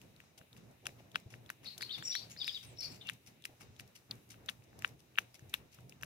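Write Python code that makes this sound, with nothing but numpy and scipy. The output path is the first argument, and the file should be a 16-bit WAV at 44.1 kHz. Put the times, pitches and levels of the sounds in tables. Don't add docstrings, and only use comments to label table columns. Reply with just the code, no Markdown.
import sys
import numpy as np
from scipy import signal
from scipy.fft import rfft, irfft, next_fast_len
from scipy.io import wavfile
from scipy.ndimage import uniform_filter1d

SR = 44100
rng = np.random.default_rng(int(sys.argv[2]) if len(sys.argv) > 2 else 0)


def amplitude_ratio(level_db):
    exponent = np.asarray(level_db, float) / 20
    return 10 ** exponent


def inscribe(sig):
    pcm = np.round(np.clip(np.atleast_2d(sig).T, -1, 1) * 32767)
    wavfile.write(sys.argv[1], SR, pcm.astype(np.int16))


N = 266793
M = next_fast_len(N)
t = np.arange(N) / SR

# freq_hz, density_db [dB per Hz]
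TOWN_SPECTRUM = [(15, -48), (45, -17), (92, -4), (131, -3.5), (356, -11), (702, -15), (1100, -24),
                 (1540, -26.5), (2800, -28), (3290, -34), (3870, -29), (4320, -36), (6140, -33.5),
                 (7630, -37), (15500, -37), (16300, -55)]
# freq_hz, correlation [0..1]
TOWN_LIKENESS = [(35, 0.1), (70, 0.82), (130, .9), (290, 0.77), (640, 0.13), (1400, .02), (16000, .01)]
# start_s, rumble_db, length_s
TRAFFIC_SURGES = [(0.001, -61.5, 0.21), (0.406, -62.5, 0.02), (0.51, -58.5, 0.22), (0.815, -61.5, 0.37),
                  (1.139, -57, 0.039), (1.259, -53, 0.025), (1.314, -55.5, 0.15), (1.595, -66, 0.15),
                  (1.747, -65, 0.19), (1.962, -55, 0.1), (2.176, -60.5, 0.3), (2.633, -57, 0.2),
                  (2.849, -57.5, 0.16), (3.114, -59.5, 0.05), (3.24, -66, 0.15), (3.487, -67, 0.064),
                  (3.598, -62.5, 0.17), (3.801, -60, 0.059), (4.091, -56, 0.12), (4.27, -60, 0.48),
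                  (4.742, -61, 0.19), (4.901, -59.5, 0.053), (5.182, -55.5, 0.064), (5.406, -60, 0.16),
                  (5.571, -58.5, 0.094), (5.768, -58, 0.2), (6.001, -55, 0.12)]
# start_s, low_mode_db, low_mode_hz, high_mode_db, spit_db
SHUT_SMACKS = [(0.2019, -54.5, 1920, -58.5, -62), (0.4133, -57, 1570, -68, -71),
               (0.565, -63, 1830, -63, -68), (0.8548, -60, 1400, -50.5, -50),
               (0.867, -39.5, 1520, -37.5, -38), (1.157, -27.5, 1510, -32, -51.5),
               (1.3392, -47, 1820, -56, -70), (1.501, -35, 1620, -52, -49.5),
               (3.0967, -36, 1790, -38.5, -45.5), (3.4527, -43, 1840, -43, -42.5),
               (3.7966, -50.5, 1740, -49, -52), (4.342, -59, 1500, -64, -77), (4.4954, -49, 1500, -46, -49),
               (4.4964, -58, 1710, -51, -58), (4.8217, -47, 1850, -52, -55), (4.8461, -26, 1596, -32, -55),
               (5.1758, -43, 1670, -46, -71), (5.1845, -55, 1050, -60, -60),
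               (5.185, -22.5, 1650, -25.5, -46), (5.3932, -58.5, 1690, -76, -66),
               (5.5399, -41, 1410, -31.5, -43), (5.787, -56.5, 1300, -68, -73),
               (6.0111, -64, 1360, -61, -59), (6.0325, -37, 1640, -44.5, -52)]
# start_s, low_mode_db, high_mode_hz, high_mode_db, spit_db
WIDE_SMACKS = [(1.1455, -51, 3320, -55, -77), (1.155, -62, 3640, -45.5, -55),
               (1.4922, -51, 4000, -55.5, -63), (1.7785, -62, 3580, -53, -44),
               (1.809, -42.5, 3330, -52, -52), (1.8196, -49, 3760, -45, -48),
               (1.8251, -35.5, 4200, -52, -45.5), (2.0246, -42.5, 3320, -50, -63),
               (2.152, -31.5, 3850, -40.5, -44.5), (2.3636, -51.5, 3730, -71, -67),
               (2.4704, -53, 3730, -54, -41), (2.4789, -56, 3630, -42, -46),
               (3.089, -42.5, 3360, -37.5, -54), (3.805, -54, 4100, -62, -56.5),
               (4.489, -34.5, 3570, -37, -47), (4.846, -57, 3570, -46.5, -59),
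               (5.5398, -59, 3590, -37, -59), (6.025, -51, 3200, -65, -48)]
# start_s, pitch_hz, level_db, spit_db
BURSTING_BUBBLES = [(0.015, 2670, -60, -55.5), (0.1627, 3950, -66, -66), (0.2378, 940, -64, -70),
                    (0.529, 3730, -58, -62.5), (0.891, 2000, -53, -77), (1.116, 3400, -63.5, -59.5),
                    (1.461, 3520, -62, -62.5), (2.3166, 2920, -60, -64), (2.4436, 4070, -38, -52),
                    (2.4782, 2400, -35, -68), (2.7736, 3930, -58.5, -65), (2.8048, 2470, -60, -47),
                    (3.0705, 2850, -52, -51.5), (3.422, 3430, -65, -63), (3.4396, 3370, -53, -62),
                    (3.449, 4000, -64, -49), (3.7636, 3550, -65.5, -63), (4.1103, 4500, -37.5, -47.5),
                    (4.1132, 3640, -42.5, -61), (4.46, 3800, -66, -55.5), (4.512, 3900, -72, -63),
                    (4.79, 3700, -65, -49.5), (4.876, 2180, -70, -56), (5.1561, 2680, -54, -78),
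                    (5.5392, 11360, -33.5, -60), (5.5392, 7600, -44, -50), (5.532, 1800, -63, -68),
                    (5.8942, 2600, -72, -52), (5.923, 2570, -54, -67), (6.044, 4900, -75, -68)]
# start_s, pitch_hz, level_db
POPPING_DROPLETS = [(0.8575, 3300, -50), (0.8582, 1500, -50), (0.867, 5550, -46), (0.867, 9760, -41),
                    (0.8845, 6000, -65), (1.151, 3300, -55), (1.1532, 3730, -53), (1.1575, 10800, -48),
                    (1.1563, 4970, -48), (3.0849, 3930, -47.5), (3.0876, 3240, -50), (3.0968, 10000, -49),
                    (3.4522, 5030, -48), (3.452, 10500, -44), (3.4535, 9300, -48), (3.4575, 5600, -55),
                    (4.4859, 3400, -41), (4.491, 3340, -40.5), (4.4923, 2500, -45), (4.4985, 7000, -52),
                    (4.4998, 2500, -56), (4.5065, 5500, -64), (4.855, 2400, -57), (4.8768, 6200, -55),
                    (4.8768, 10500, -56), (5.1805, 2700, -48), (5.1834, 3000, -50), (5.1853, 11500, -40.5),
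                    (5.1885, 14500, -42), (5.1888, 6300, -47), (5.1914, 6450, -47), (5.196, 6000, -61),
                    (5.5525, 3000, -61), (5.5485, 6000, -62), (4.622, 2490, -67), (4.73, 1600, -62),
                    (3.7945, 4500, -57), (6.025, 6000, -49.5), (6.032, 12500, -48), (5.3935, 6360, -62),
                    (5.5403, 3600, -39), (5.5315, 2400, -56), (5.5397, 14000, -46), (5.5398, 15300, -45),
                    (5.5397, 12500, -42), (5.185, 13000, -45), (5.185, 15000, -47), (5.1885, 9000, -45),
                    (5.1925, 11500, -52), (5.545, 11800, -50), (5.552, 13500, -52), (5.185, 6000, -46),
                    (5.178, 2700, -50), (5.218, 6500, -63), (1.1572, 3900, -44), (0.856, 5800, -55),
                    (0.856, 9000, -55)]
# start_s, spit_db
SPIT_THREADS = [(0.573, -60), (4.29, -60), (4.638, -64), (0.7108, -65), (0.966, -71.5), (1.199, -58),
                (2.7297, -73), (3.133, -53), (3.876, -65), (3.791, -57), (3.805, -58), (6.042, -58),
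                (4.153, -65), (4.89, -63), (5.4945, -54), (5.744, -52.5), (5.805, -63)]
# freq_hz, density_db [dB per Hz]
SQUELCH_COLOUR = [(700, -10), (1300, 4), (2600, 4.5), (4200, -5.5), (5500, -50)]
# freq_hz, density_db [dB per Hz]
SPIT_COLOUR = [(2940, -20), (5000, -3.5), (7530, 4.5), (8060, -0.5), (8920, 2.5), (11100, 2), (13600, -0.5),
               (15400, -9), (16000, -22)]
# freq_hz, width_hz
DISH_NOTCHES = [(2150, 357), (3050, 930)]
# start_s, level_db, length_s, brightness_db
TONGUE_RASPS = [(0.382, -49, 0.015, 11), (0.569, -57.5, 0.026, 1), (0.991, -61, 0.019, -8.5),
                (1.306, -53, 0.043, 2.5), (1.636, -54, 0.06, -1.5), (1.985, -46, 0.022, -2.5),
                (2.303, -46.5, 0.033, 19), (2.634, -45, 0.023, 6), (2.818, -46.5, 0.06, 9),
                (2.915, -53, 0.062, 21), (3.267, -50, 0.03, 26), (3.606, -52.5, 0.047, 0.5),
                (3.955, -50, 0.03, 20), (4.306, -45.5, 0.034, 12), (4.86, -71, 0.042, -1),
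                (4.997, -61, 0.019, 16), (5.213, -63, 0.019, 4), (5.348, -46, 0.016, 9),
                (5.57, -59.5, 0.031, 0.5), (5.718, -57.5, 0.055, 17)]
# freq_hz, density_db [dB per Hz]
RASP_COLOUR = [(410, -41), (700, 0), (1920, -7), (2300, -1), (4150, -11), (5540, -4.5), (8100, -4.5),
               (11700, -4.5), (13000, -11), (15200, -10), (16000, -45)]
# start_s, level_db, pitch_hz
HAND_THUMPS = [
    (0.586, -50, 136),
    (1.259, -36, 100),
    (5.421, -39, 122),
    (5.785, -47, 123),
]
# start_s, level_db, length_s
SWALLOWS = [
    (.825, -60, 0.087),
    (3.478, -63.5, 0.071),
    (1.001, -61, 0.014),
]
# freq_hz, density_db [dB per Hz]
THROAT_COLOUR = [(250, -2), (400, -3.5), (800, -2), (1200, -34.0)]
# start_s, length_s, start_hz, end_hz, level_db
HIDDEN_CHIRPS = [
    (1.647, 0.021, 5090, 3426, -47.5),
    (1.804, 0.021, 5095, 3500, -43),
    (1.919, 0.027, 4200, 4800, -46.5),
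    (2.104, 0.02, 5870, 3800, -49),
    (2.811, .04, 4210, 5290, -49),
    (3.003, 0.022, 3300, 3910, -58),
    (1.68, .025, 4900, 3700, -56),
    (1.84, .025, 5000, 3700, -52),
    (1.94, .025, 4800, 4300, -52),
]
# start_s, length_s, start_hz, end_hz, level_db
STRAIGHT_GLIDES = [(1.825, 0.019, 4540, 4040, -44.5), (1.892, 0.012, 3010, 3450, -50.5),
                   (1.902, 0.022, 3410, 4060, -42.5), (1.931, 0.034, 3900, 3250, -42.5),
                   (1.92, .018, 4290, 4600, -47), (2.116, 0.0174, 3380, 4090, -44),
                   (2.136, 0.016, 2910, 3500, -49), (2.148, 0.03, 3410, 4760, -44.5),
                   (3.048, 0.056, 2807, 2700, -55), (1.658, .012, 3900, 3450, -51),
                   (2.825, .02, 2250, 2600, -65), (2.925, .02, 2300, 2500, -69),
                   (3.012, .015, 3500, 3850, -57)]
# start_s, length_s, top_hz, level_db
HELD_NOTES = [(2.024, 0.016, 7210, -50), (2.04, .026, 7210, -44.5), (2.071, .012, 7200, -48),
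              (2.085, .015, 7200, -52), (2.11, .015, 7200, -55), (2.038, 0.064, 8820, -62),
              (2.036, 0.018, 5550, -53), (2.05, 0.018, 5700, -44), (2.074, 0.015, 5550, -40.5),
              (2.176, 0.026, 4630, -54), (2.094, 0.026, 5640, -39.5), (2.115, .07, 5580, -51),
              (2.9, 0.039, 7500, -63), (2.782, 0.036, 5460, -49.5), (2.82, 0.039, 5450, -55.5),
              (2.864, 0.062, 5450, -66), (2.762, 0.024, 5500, -65), (2.222, 0.018, 4620, -58),
              (2.82, 0.06, 4350, -55.5)]
# start_s, length_s, start_hz, level_db
HOOKED_NOTES = [
    (2.397, 0.039, 3720, -44),
    (2.47, 0.037, 3750, -44.5),
    (2.543, 0.038, 3760, -46),
]
# start_s, length_s, start_hz, middle_hz, end_hz, level_db
BUZZY_NOTES = [(1.664, 0.028, 4200, 4340, 4070, -47.5), (1.81, 0.0302, 4900, 4710, 4600, -55),
               (2.362, .02, 3620, 4230, 5000, -59.5), (2.374, 0.07, 5100, 4800, 4750, -51),
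               (2.439, 0.055, 5000, 5000, 4800, -50.5), (2.49, .03, 4800, 4750, 4900, -56),
               (2.518, 0.047, 5150, 4850, 4700, -54.5), (2.804, .04, 4500, 4660, 5300, -57.5),
               (2.305, 0.0256, 6600, 7000, 6300, -52), (2.66, 0.04, 8900, 8700, 8400, -59),
               (2.69, .04, 8000, 7700, 7500, -62), (2.91, 0.038, 7600, 7500, 7400, -57),
               (2.822, 0.0506, 5100, 4800, 4480, -51.5)]
# freq_hz, gain_db
LEFT_PORT_GAIN = [(200, -3.5), (700, 2), (1300, 3), (2400, 9.5), (4400, 8.5), (5800, 7.5), (8100, -8.5),
                  (15000, 0)]
# freq_hz, lag_rad
LEFT_PORT_LAG = [(20, 0), (600, 0.49), (1500, 1.5), (2300, 1.5), (4200, 6), (7000, 9), (16000, 15.5)]

MUTE_DB = -120


def read_curve(table, hz):
    points = np.array(table)
    return np.interp(np.log(np.maximum(hz, 1)), np.log(points[:, 0]), points[:, 1])


def colour(x, table):
    gain = amplitude_ratio(read_curve(table, np.fft.rfftfreq(M, 1 / SR)))
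    y = irfft(rfft(x, M) * gain, M)[..., :N]
    return y / np.sqrt(np.mean(y ** 2))


def add(out, start_s, grain):
    i = int(start_s * SR)
    out[i:i + len(grain)] += grain[:max(N - i, 0)]


def walk(rate_hz):
    k = int(SR / rate_hz)
    steps = np.repeat(rng.standard_normal(N // k + 1), k)
    return 1.39 * uniform_filter1d(uniform_filter1d(steps, k), k)[:N]


def swell(length_s):
    u = t[:int(3 * length_s * SR)] / (0.31 * length_s)
    return u * np.exp(1 - u)


def ring(u, hz, t60_s, rise_s):
    return np.sin(2 * np.pi * hz * u) * amplitude_ratio(-60 * u / t60_s) * (1 - np.exp(-u / rise_s)) ** 2


def echoes(x, t60_s, gap_s, wet_db):
    u = t[:SR // 2]
    tail = rng.standard_normal((2, len(u))) * amplitude_ratio(-60 * u / t60_s) * (u > gap_s)
    tail = tail * amplitude_ratio(wet_db) / np.sqrt(np.sum(tail ** 2, axis=1, keepdims=True))
    return signal.fftconvolve(x[None], tail, axes=1)[:, :N]


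def ports(x, nearness):
    f = np.fft.rfftfreq(M, 1 / SR)
    path = amplitude_ratio(nearness * read_curve(LEFT_PORT_GAIN, f)) * np.exp(-1j * read_curve(LEFT_PORT_LAG, f))
    return np.array([irfft(rfft(x[0], M) * path, M)[:N], x[1]])


def air_levels(near):
    rumble_db, murmur_db, hiss_db = -69.5, -80.5, -83.5
    gate_db, gate_s = -75.5, 0.023
    size = np.full(N, amplitude_ratio(rumble_db))
    for start_s, level_db, length_s in TRAFFIC_SURGES:
        add(size, start_s, amplitude_ratio(level_db) * swell(length_s))
    surge = 20 * np.log10(size) - rumble_db
    keep = np.exp(-1 / (gate_s * SR))
    power = uniform_filter1d(near ** 2, size=900)
    over_gate_db = 10 * np.log10(1 + power / amplitude_ratio(2 * gate_db))
    opening = signal.lfilter([1 - keep], [1, -keep], over_gate_db)
    murmur = murmur_db + 0.52 * surge + 0.18 * opening
    hiss = hiss_db + 0.051 * surge + 0.49 * opening
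    return rumble_db + surge, murmur, hiss


def town(near, hum_hz=120, hum_width_hz=14, hum_db=-6.5):
    f = np.fft.rfftfreq(M, 1 / SR)
    gust = walk(16)
    mid, side = rfft(rng.standard_normal((2, M))) * amplitude_ratio(read_curve(TOWN_SPECTRUM, f))
    like = np.clip(read_curve(TOWN_LIKENESS, f), 0, 1)
    pair = np.sqrt(1 + like) * mid + np.sqrt(1 - like) * side * np.array([[1], [-1]])
    rustle = walk(24.98)
    ranges_hz = ((60, 330), (500, 1300), (9500, 15000))
    plain = [np.std(irfft(pair * (f > lo) * (f < hi), M)) for lo, hi in ranges_hz]
    rumble, murmur, hiss = (db - 20 * np.log10(p) for db, p in zip(air_levels(near), plain))
    out = 0
    for k in range(11):
        octave = np.log2(np.maximum(f, 1) / 22) - k
        window = np.cos(np.pi / 2 * np.clip(octave, -1, 1)) ** 2
        band = irfft(pair * window, M)[:, :N]
        bass = np.clip((5.2 - k) / 3.8, 0, 1)
        treble = np.clip((k - 5.2) / 1.8, 0, 1)
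        gain_db = bass * (rumble - 2.5 + 1.26 * gust)
        gain_db = gain_db + (1 - bass - treble) * (murmur + 2.65 + 1.8 * rustle)
        gain_db = gain_db + treble * (hiss + 3.63)
        out = out + band * amplitude_ratio(gain_db + 1.57 * walk(14))
    drone = rng.standard_normal((3, M))
    resonance = 1 + (2 * (f - hum_hz) / hum_width_hz) ** 2
    hum = irfft(rfft(drone[0] + 0.3 * drone[1:]) / resonance, M)[:, :N]
    return out + hum / np.std(hum) * plain[0] * amplitude_ratio(rumble + hum_db + 2.0 * gust)


def pop_events():
    shut_hz = 2700
    return ([(s, low, hz, shut_hz, high, spit) for s, low, hz, high, spit in SHUT_SMACKS]
            + [(s, low, 0.5 * hz, hz, high, spit) for s, low, hz, high, spit in WIDE_SMACKS]
            + [(s, MUTE_DB, hz, hz, db, spit) for s, hz, db, spit in BURSTING_BUBBLES]
            + [(s, MUTE_DB, hz, hz, db, MUTE_DB) for s, hz, db in POPPING_DROPLETS]
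            + [(s, MUTE_DB, shut_hz, shut_hz, MUTE_DB, spit) for s, spit in SPIT_THREADS])


def pops(low_t60_s=0.0044, high_t60_s=0.0031, spit_t60_s=0.034, before_s=0.013, after_s=0.04):
    mouth, spit, squelch = np.zeros((3, N))
    u = t[:2000]
    lead_s = 0.012
    for start_s, low_db, low_hz, high_hz, high_db, spit_db in pop_events():
        low = amplitude_ratio(low_db + 16) * ring(u, low_hz, low_t60_s, 0.00034)
        high = amplitude_ratio(high_db + 20.5) * ring(u, high_hz, high_t60_s, 0.00032)
        add(mouth, start_s + 0.00034, low - high)
        spray = amplitude_ratio(-60 * u / 0.0066) + amplitude_ratio(-8.5 - 60 * u / spit_t60_s)
        add(spit, start_s + 0.00058, amplitude_ratio(spit_db + 4.0) * spray * (1 - np.exp(-u / 0.00014)))
        slope = np.maximum((lead_s - u) / before_s, (u - lead_s) / after_s)
        add(squelch, start_s - lead_s, amplitude_ratio(max(low_db, high_db) - 22.5 - 60 * slope))
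    bubbles = amplitude_ratio(3 * walk(700)) * rng.standard_normal((3, N))
    mouth = mouth + squelch * colour(bubbles[2], SQUELCH_COLOUR)
    return mouth, spit * colour(bubbles[0] + 6.6 * bubbles[:2], SPIT_COLOUR)


def dish(x):
    return np.array([signal.lfilter(*signal.iirnotch(hz, hz / width_hz, SR), x)
                     for hz, width_hz in DISH_NOTCHES])


def rasps(grain_db=3.5):
    ticks = rng.standard_normal((2, N)) * amplitude_ratio(grain_db * walk(500))
    bright = colour(ticks[0] + 2.0 * ticks, RASP_COLOUR)
    dull = signal.sosfilt(signal.butter(2, 4500, fs=SR, output="sos"), bright)
    low, high = np.zeros((2, N))
    for start_s, level_db, length_s, bright_db in TONGUE_RASPS:
        add(low, start_s - 0.006, amplitude_ratio(level_db - 8.0 - bright_db) * swell(length_s))
        add(high, start_s - 0.006, amplitude_ratio(level_db - 9.0) * swell(length_s))
    return low * dull + high * (bright - dull)


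def thumps():
    out, u = np.zeros(N), t[:4000]
    for start_s, level_db, hz in HAND_THUMPS:
        add(out, start_s, amplitude_ratio(level_db + 0.5) * ring(u, hz, 0.069, 0.0027))
    return out * np.array([[1], [0.7]])


def gulps():
    size = np.zeros(N)
    for start_s, level_db, length_s in SWALLOWS:
        add(size, start_s, amplitude_ratio(level_db) * swell(length_s))
    return size * amplitude_ratio(3.0 * walk(150)) * colour(rng.standard_normal(N), THROAT_COLOUR)


def note(length_s, start_hz, middle_hz, end_hz, level_db, warble, warble_hz, fade=0.72):
    u = np.linspace(-1, 1, int(length_s * SR))
    bend_hz = (start_hz + end_hz) / 2 - middle_hz
    hz = middle_hz + (end_hz - start_hz) / 2 * u + bend_hz * u ** 2
    hz = hz * (1 + warble * np.sin(np.pi * warble_hz * length_s * u))
    envelope = (1 + u) ** 0.59 * (1 - u) ** fade
    return amplitude_ratio(level_db) * envelope * np.sin(2 * np.pi * np.cumsum(hz) / SR)


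def whistles():
    arch = 0.015
    return ([(s, n, a, (a + b) / 2, b, db) for s, n, a, b, db in STRAIGHT_GLIDES]
            + [(s, n, hz * (1 - arch), hz, hz * (1 - arch / 2), db) for s, n, hz, db in HELD_NOTES])


def birds(husk_db=-11, flutter_db=3.0, patchy_db=2, tail_gate_db=-74, close_echo_db=-2.5, leaves_db=-5):
    song, hidden, close = np.zeros((3, N))
    for s, length_s, a, b, db in HIDDEN_CHIRPS:
        add(hidden, s, note(length_s, a, (a + b) / 2, b, db, warble=0.03, warble_hz=189))
    for s, *shape in whistles():
        add(song, s, note(*shape, warble=0.0082, warble_hz=105.0))
    for s, length_s, hz, db in HOOKED_NOTES:
        hook = note(length_s, hz, hz * 0.975, hz * 0.76, db, warble=0.006, warble_hz=105.0, fade=0.8)
        add(close, s, hook)
    for s, *shape in BUZZY_NOTES:
        add(song, s, note(*shape, warble=0.044, warble_hz=167.5))
    flutter, husk = amplitude_ratio(flutter_db * walk(320)), walk(1800)
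    hidden = hidden * (1 + amplitude_ratio(leaves_db) * husk)
    flutter = flutter * (1 + amplitude_ratio(husk_db) * husk)
    direct = flutter * (song + close + amplitude_ratio(-12) * hidden)
    to_walls = flutter * (song + hidden + amplitude_ratio(close_echo_db) * close)
    near = echoes(to_walls, t60_s=0.074, gap_s=0.002, wet_db=-7)
    far = echoes(to_walls, t60_s=0.33, gap_s=0.012, wet_db=-8.0)
    power = uniform_filter1d((direct + near[1] + far[1]) ** 2, size=2000)
    gate = power / (power + amplitude_ratio(2 * tail_gate_db))
    return direct + near + gate * far * amplitude_ratio(patchy_db * walk(39.9))


def scene():
    mouth, spit = pops()
    dish_share = 0.9
    cat = (1 - dish_share) * mouth + dish_share * dish(mouth) + spit + rasps()
    cat = cat + echoes(cat[0], t60_s=0.018, gap_s=0.00117, wet_db=-16.5)
    near = cat + birds()
    distant = ports(town(near[1]), nearness=0.29)
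    return ports(near + gulps(), nearness=0.95) + distant + thumps()


def low_pass(x):
    return signal.sosfilt(signal.butter(12, 16430, fs=SR, output="sos"), x)


def record(dry):
    top = signal.ellip(8, 0.2, 70, 16250, fs=SR, output="sos")
    mix = signal.sosfilt(top, dry)
    return low_pass(mix)


dry = scene()
out = record(dry)
inscribe(out)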